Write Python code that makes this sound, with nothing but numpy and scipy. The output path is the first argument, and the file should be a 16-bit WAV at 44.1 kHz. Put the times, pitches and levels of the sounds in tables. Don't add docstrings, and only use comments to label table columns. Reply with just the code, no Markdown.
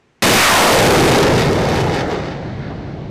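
import sys
import numpy as np
from scipy import signal
from scipy.fft import rfft, irfft
from scipy.io import wavfile
from scipy.ndimage import uniform_filter1d

SR = 44100
rng = np.random.default_rng(int(sys.argv[2]) if len(sys.argv) > 2 else 0)


def materialize(psi):
    bounded = np.clip(np.atleast_2d(psi).T, -1, 1)
    quanta = np.round(bounded * 32767).astype(np.int16)
    wavfile.write(sys.argv[1], SR, quanta)


N = 136710
T = np.arange(N) / SR

FIRE_S, BLAST_HOLD_S = 0.2226, 0.14
NEAR_UNTIL_S = 0.85

# (time [s], level [dB], peak of the roar [Hz], lag of the ground bounce [ms])
FLIGHT = [(.22, -11.5, 1970, .5), (.39, 3.5, 1430, 0.98), (.5, 5, 1090, 0.74), (.62, 10, 726, 1.29),
          (.78, 7.5, 530, 2.1), (1.0, 5, 415, 2.54), (1.22, 1.5, 405, 2.17), (1.45, -11.5, 430, 2.16),
          (1.75, -14, 448, 2.23), (1.95, -17.5, 513, 2.26), (2.05, -19, 464, 2.23),
          (2.14, -18.5, 490, 2.51), (2.4, -32, 480, 2.06), (3.1, -51.5, 520, 2.5)]


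def amp(db):
    return 10 ** (np.asarray(db) / 20)


def unit(x):
    return x / np.sqrt(np.mean(x ** 2) + 1e-20)


def at_hz(points, hz):
    f, db = np.transpose(points)
    return np.interp(np.log(hz + 1e-6), np.log(f), db)


def at_s(points, t, axis=1):
    rows = np.array(points)
    return np.interp(t, rows[:, 0], rows[:, axis])


def grid(size):
    hop = size // 4
    frames = np.arange(N * 4 // size + 5)[:, None]
    return frames * hop / SR, np.fft.rfftfreq(size, 1 / SR)


def noise(field_db, size):
    t, _ = grid(size)
    gain = amp(field_db) * np.ones_like(t)
    gain = gain / np.sqrt((gain ** 2).mean(1, keepdims=True))
    z = rng.standard_normal(gain.shape) + 1j * rng.standard_normal(gain.shape)
    _, x = signal.istft((z * gain).T, nperseg=size, noverlap=size - size // 4)
    return unit(x[:N])


def waver(rate_hz, depth_db):
    ratio = np.fft.rfftfreq(N, 1 / SR) / rate_hz
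    wander = irfft(rfft(rng.standard_normal(N)) * ratio * np.exp(-ratio ** 2), N)
    return amp(depth_db * unit(wander))


def colour(x, points, size=4096):
    log_gain = np.log(amp(at_hz(points, abs(np.fft.fftfreq(size, 1 / SR)))))
    taps = np.fft.ifft(np.exp(np.conj(signal.hilbert(log_gain)))).real
    return signal.oaconvolve(x, taps[:size // 2])[:N]


def peak_db(hz, centre_hz, width_hz):
    return -20 * np.log10(1 + ((hz - centre_hz) / width_hz) ** 2)


def steadied(x, share):
    power = uniform_filter1d(abs(signal.hilbert(x)) ** 2, size=1800)
    return unit(x / (abs(power) + 1e-6) ** (share / 2))


def patches(shape, size, count):
    longer = uniform_filter1d(rng.standard_normal(shape), size, 0)
    return unit(uniform_filter1d(longer, count, 1))


def nearness(t):
    return np.clip((NEAR_UNTIL_S - t) / (NEAR_UNTIL_S - FIRE_S - BLAST_HOLD_S), 0, 1)


def open_air():
    # (frequency [Hz], relative density [dB])
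    air_spectrum = [(20, -9.5), (80, 0.5), (217, 0.5), (300, -7.5), (390, 0.5), (555, -9), (1900, -13.5),
                    (4000, -23.5), (8000, -33.5), (15000, -47.5)]
    _, hz = grid(size=2048)
    return amp(-55.5) * noise(at_hz(air_spectrum, hz), size=2048)


def blast():
    # (frequency [Hz], relative density [dB])
    gas_spectrum = [(20, -10), (90, -6), (200, -2.5), (320, -3), (600, -3), (1500, -14.5), (5000, -20.5),
                    (15000, -48.5)]
    gas_db, fall_db_per_s = 6, 286
    boom_db, boom_from_hz, boom_to_hz, boom_width_hz = 1.5, 240, 185, 75
    t, hz = grid(size=2048)
    end_s = FIRE_S + BLAST_HOLD_S
    boom_hz = np.interp(t, [FIRE_S, end_s], [boom_from_hz, boom_to_hz])
    boom = amp(boom_db) * noise(peak_db(hz, boom_hz, boom_width_hz), size=2048)
    boom *= waver(rate_hz=36, depth_db=2.0)
    gas = amp(gas_db) * noise(at_hz(gas_spectrum, hz), size=2048)
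    return amp(-fall_db_per_s * np.maximum(T - end_s, 0)) * (boom + gas)


def jet():
    # (multiple of the peak frequency [1], relative density [dB])
    jet_spectrum = [(.05, -22), (.3, -3.5), (.55, 0.5), (1, 1.5), (1.5, -1.5), (2, -8), (3, -14),
                    (8, -32.5), (16, -40.5), (36, -102)]
    near_width, patchy_db = 1.31, 1.5
    t, hz = grid(size=2048)
    width = 1 + (near_width - 1) * nearness(t)
    multiple = (hz / at_s(FLIGHT, t, axis=2)) ** (1 / width)
    field = at_hz(jet_spectrum, multiple)
    field = field + patchy_db * patches(field.shape, size=6, count=5)
    return amp(at_s(FLIGHT, T)) * noise(field, size=2048) * waver(rate_hz=85, depth_db=1.0)


def howl():
    # (time [s], level [dB], centre [Hz])
    core_curve = [(.37, -14, 1700), (.43, -2.5, 1400), (.53, 0, 1000), (.62, -5, 734), (.73, -2.5, 500),
                  (.84, 3.5, 460), (.95, 0.5, 440), (1.05, -7.5, 410), (1.2, -4, 383), (1.32, -21, 380),
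                  (1.6, -37, 380), (3.1, -90, 380)]
    t, hz = grid(size=2048)
    centre_hz = at_s(core_curve, t, axis=2)
    core = noise(peak_db(hz, centre_hz, width_hz=0.2 * centre_hz), size=2048)
    return amp(at_s(core_curve, T)) * steadied(core, share=0.4)


def crackle():
    # (time [s], level [dB])
    crackle_level = [(.22, 0.5), (.45, -2), (.75, -1.5), (1.1, -9), (1.27, -15), (1.32, -23.5), (1.39, -16),
                     (1.45, -23), (1.55, -27.5), (1.72, -26.5), (1.76, -22.5), (1.81, -25), (1.83, -34),
                     (1.91, -30), (1.955, -24), (2.01, -25.5), (2.035, -39), (2.08, -48), (2.11, -29),
                     (2.18, -35), (2.25, -33.5), (2.31, -33.5), (2.41, -48.5), (2.68, -44), (2.78, -52),
                     (3.1, -53)]
    # (frequency [Hz], relative density [dB])
    shock_spectrum = [(100, -8), (600, -5.5), (1800, -1), (2800, -6), (4500, -5), (7000, -21),
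                      (15000, -25.5)]
    shocks_per_s = 1300
    air_db_per_s, air_from_s = 28, 1.76
    shocks = (rng.random(N) < shocks_per_s / SR).astype(float)
    shocks = unit(colour(shocks - shocks.mean(), shock_spectrum)) * waver(rate_hz=100, depth_db=2.0)
    hz, t, z = signal.stft(shocks, SR, nperseg=256)
    loss_db = air_db_per_s * np.maximum(t - air_from_s, 0) * (hz[:, None] / 10 ** 4) ** 2
    _, dulled = signal.istft(z * amp(-loss_db), SR, nperseg=256)
    return -amp(at_s(crackle_level, T)) * dulled[:N]


def scatter(x):
    tail_gain, decay_s = amp(-3), 0.011
    tail = colour(rng.standard_normal(N), [(100, -1), (5000, -0.33), (15000, -3)]) * np.exp(-T / decay_s)
    tail /= np.linalg.norm(tail)
    scattered = signal.fftconvolve(x, tail)[:N]
    return (x + tail_gain * scattered) / np.hypot(1, tail_gain)


def ground(x):
    far_share, treble_hz = 0.26, 2500
    bounce = signal.sosfilt(signal.butter(1, treble_hz, fs=SR, output="sos"), x)
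    lag_s = at_s(FLIGHT, T, axis=3) / 1000
    share = far_share * (1 - nearness(T))
    return (x + share * np.interp(T - lag_s, T, bounce)) / np.hypot(1, share)


def rumble():
    # (time [s], level [dB])
    rumble_level = [(.22, -10), (.45, -24), (.62, -35), (.76, -1), (.86, 2), (.96, -2.5), (1.03, 2),
                    (1.21, -7.5), (1.31, -8.5), (1.36, -7.5), (1.45, -13), (1.72, -17.5), (1.77, -16.5),
                    (1.86, -18), (2.0, -28), (2.15, -31.5), (2.4, -46), (3.1, -51.5)]
    # (frequency [Hz], relative density [dB])
    rumble_spectrum = [(15, -26.5), (35, -7.5), (60, -13), (90, -1.5), (160, -5), (230, -12), (400, -47),
                       (1500, -50)]
    _, hz = grid(size=2048)
    return amp(at_s(rumble_level, T)) * noise(at_hz(rumble_spectrum, hz), size=2048)


def roll():
    # (frequency [Hz], relative density [dB])
    roll_spectrum = [(20, -25), (60, -1.5), (100, -2), (155, 1.5), (205, -7.5), (310, -6), (420, -11.5),
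                     (650, -13.5), (950, -23), (2100, -33), (2700, -36.5), (4200, -37.5), (7000, -58),
                     (10000, -76.5), (15000, -98)]
    start_db, rise_s, fade_db_per_s = -18, 0.87, 2.5
    dull_db_per_s = 0.5
    t, hz = grid(size=2048)
    age = np.maximum(T - FIRE_S, 0)
    dull_db = dull_db_per_s * (t - 2.7) * np.log2(1 + np.minimum(hz, 2000) / 600)
    echoes = steadied(noise(at_hz(roll_spectrum, hz) - dull_db, size=2048), share=0.22)
    return np.minimum(age / rise_s, 1) * amp(start_db - fade_db_per_s * age) * echoes


def wash():
    # (time [s], level [dB])
    wash_level = [(1.2, -42.5), (1.85, -34.5), (2.06, -29.5), (2.25, -40), (2.42, -41.5), (2.58, -42.5),
                  (2.68, -38), (2.75, -49), (2.88, -44.5), (3.1, -66)]
    # (frequency [Hz], relative density [dB])
    wash_spectrum = [(100, -23.5), (560, -3), (850, -11.5), (1080, -6.5), (1400, 5), (2100, 2),
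                     (2600, -19.5), (4300, -9), (8000, -53.5), (15000, -88.5)]
    _, hz = grid(size=1024)
    return amp(at_s(wash_level, T)) * noise(at_hz(wash_spectrum, hz), size=1024)


def overload_ticks():
    # (time [s], level [dB])
    ticks = [(1.3383, 0), (1.5117, -7), (1.5318, -5), (1.6893, -7), (1.7039, -7), (1.7558, -4),
             (1.8022, -8), (1.8127, -8), (1.947, -9), (1.9603, -17), (1.965, -13), (1.9905, -17),
             (2.0816, -20), (2.1027, -17), (2.1144, -20), (2.1325, -20), (2.1356, -18)]
    swing_s = 0.00031
    out = np.zeros(N)
    for start_s, db in ticks:
        u = np.maximum(T - start_s, 0) / swing_s
        out -= (T >= start_s) * amp(db) * (1 - u) * np.exp(-u)
    return out


def thump():
    # (frequency [Hz], relative density [dB])
    thump_spectrum = [(30, -31), (130, 9), (400, -5), (750, -4), (1200, -12), (4000, -41), (12000, -84)]
    start_s, start_db, fall_db_per_s = 2.701, -22.5, 299
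    level = (T >= start_s) * amp(start_db - fall_db_per_s * abs(T - start_s))
    puff = rng.standard_normal(N)
    return colour(level * puff, thump_spectrum) / colour(puff, thump_spectrum).std()


def scene():
    flight = ground(jet() + scatter(crackle())) + howl()
    land = roll() + wash() + thump()
    launch = (T >= FIRE_S) * (blast() + flight + overload_ticks() + rumble() + land)
    mono = launch + open_air()
    return np.array([mono, mono])


def record(dry):
    # (frequency [Hz], gain [dB])
    port_response = [(400, -1), (530, -0.5), (650, -0.5), (820, 0.5), (1060, -0.5), (1300, -1.5),
                     (1900, 0.5), (2800, 2), (4300, 0.5), (6000, 5), (15000, -5.5)]
    # (frequency [Hz], gain [dB])
    recorder_response = [(20, -5.5), (150, -0.5), (600, -1.5), (2000, -1), (5000, -2.5), (9000, -1.5),
                         (15000, -4)]
    limit = amp(-9.5)
    bias = 0.1
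    edge_hz = 15100
    drive = colour(dry[0], port_response) / limit
    clipped = limit * np.clip(drive, bias - 1, bias + 1)
    band = signal.firwin(511, edge_hz, window=("kaiser", 9), fs=SR)
    out = signal.oaconvolve(colour(clipped, recorder_response), band, "same")
    return np.array([out, out])


dry = scene()
out = record(dry)
materialize(out)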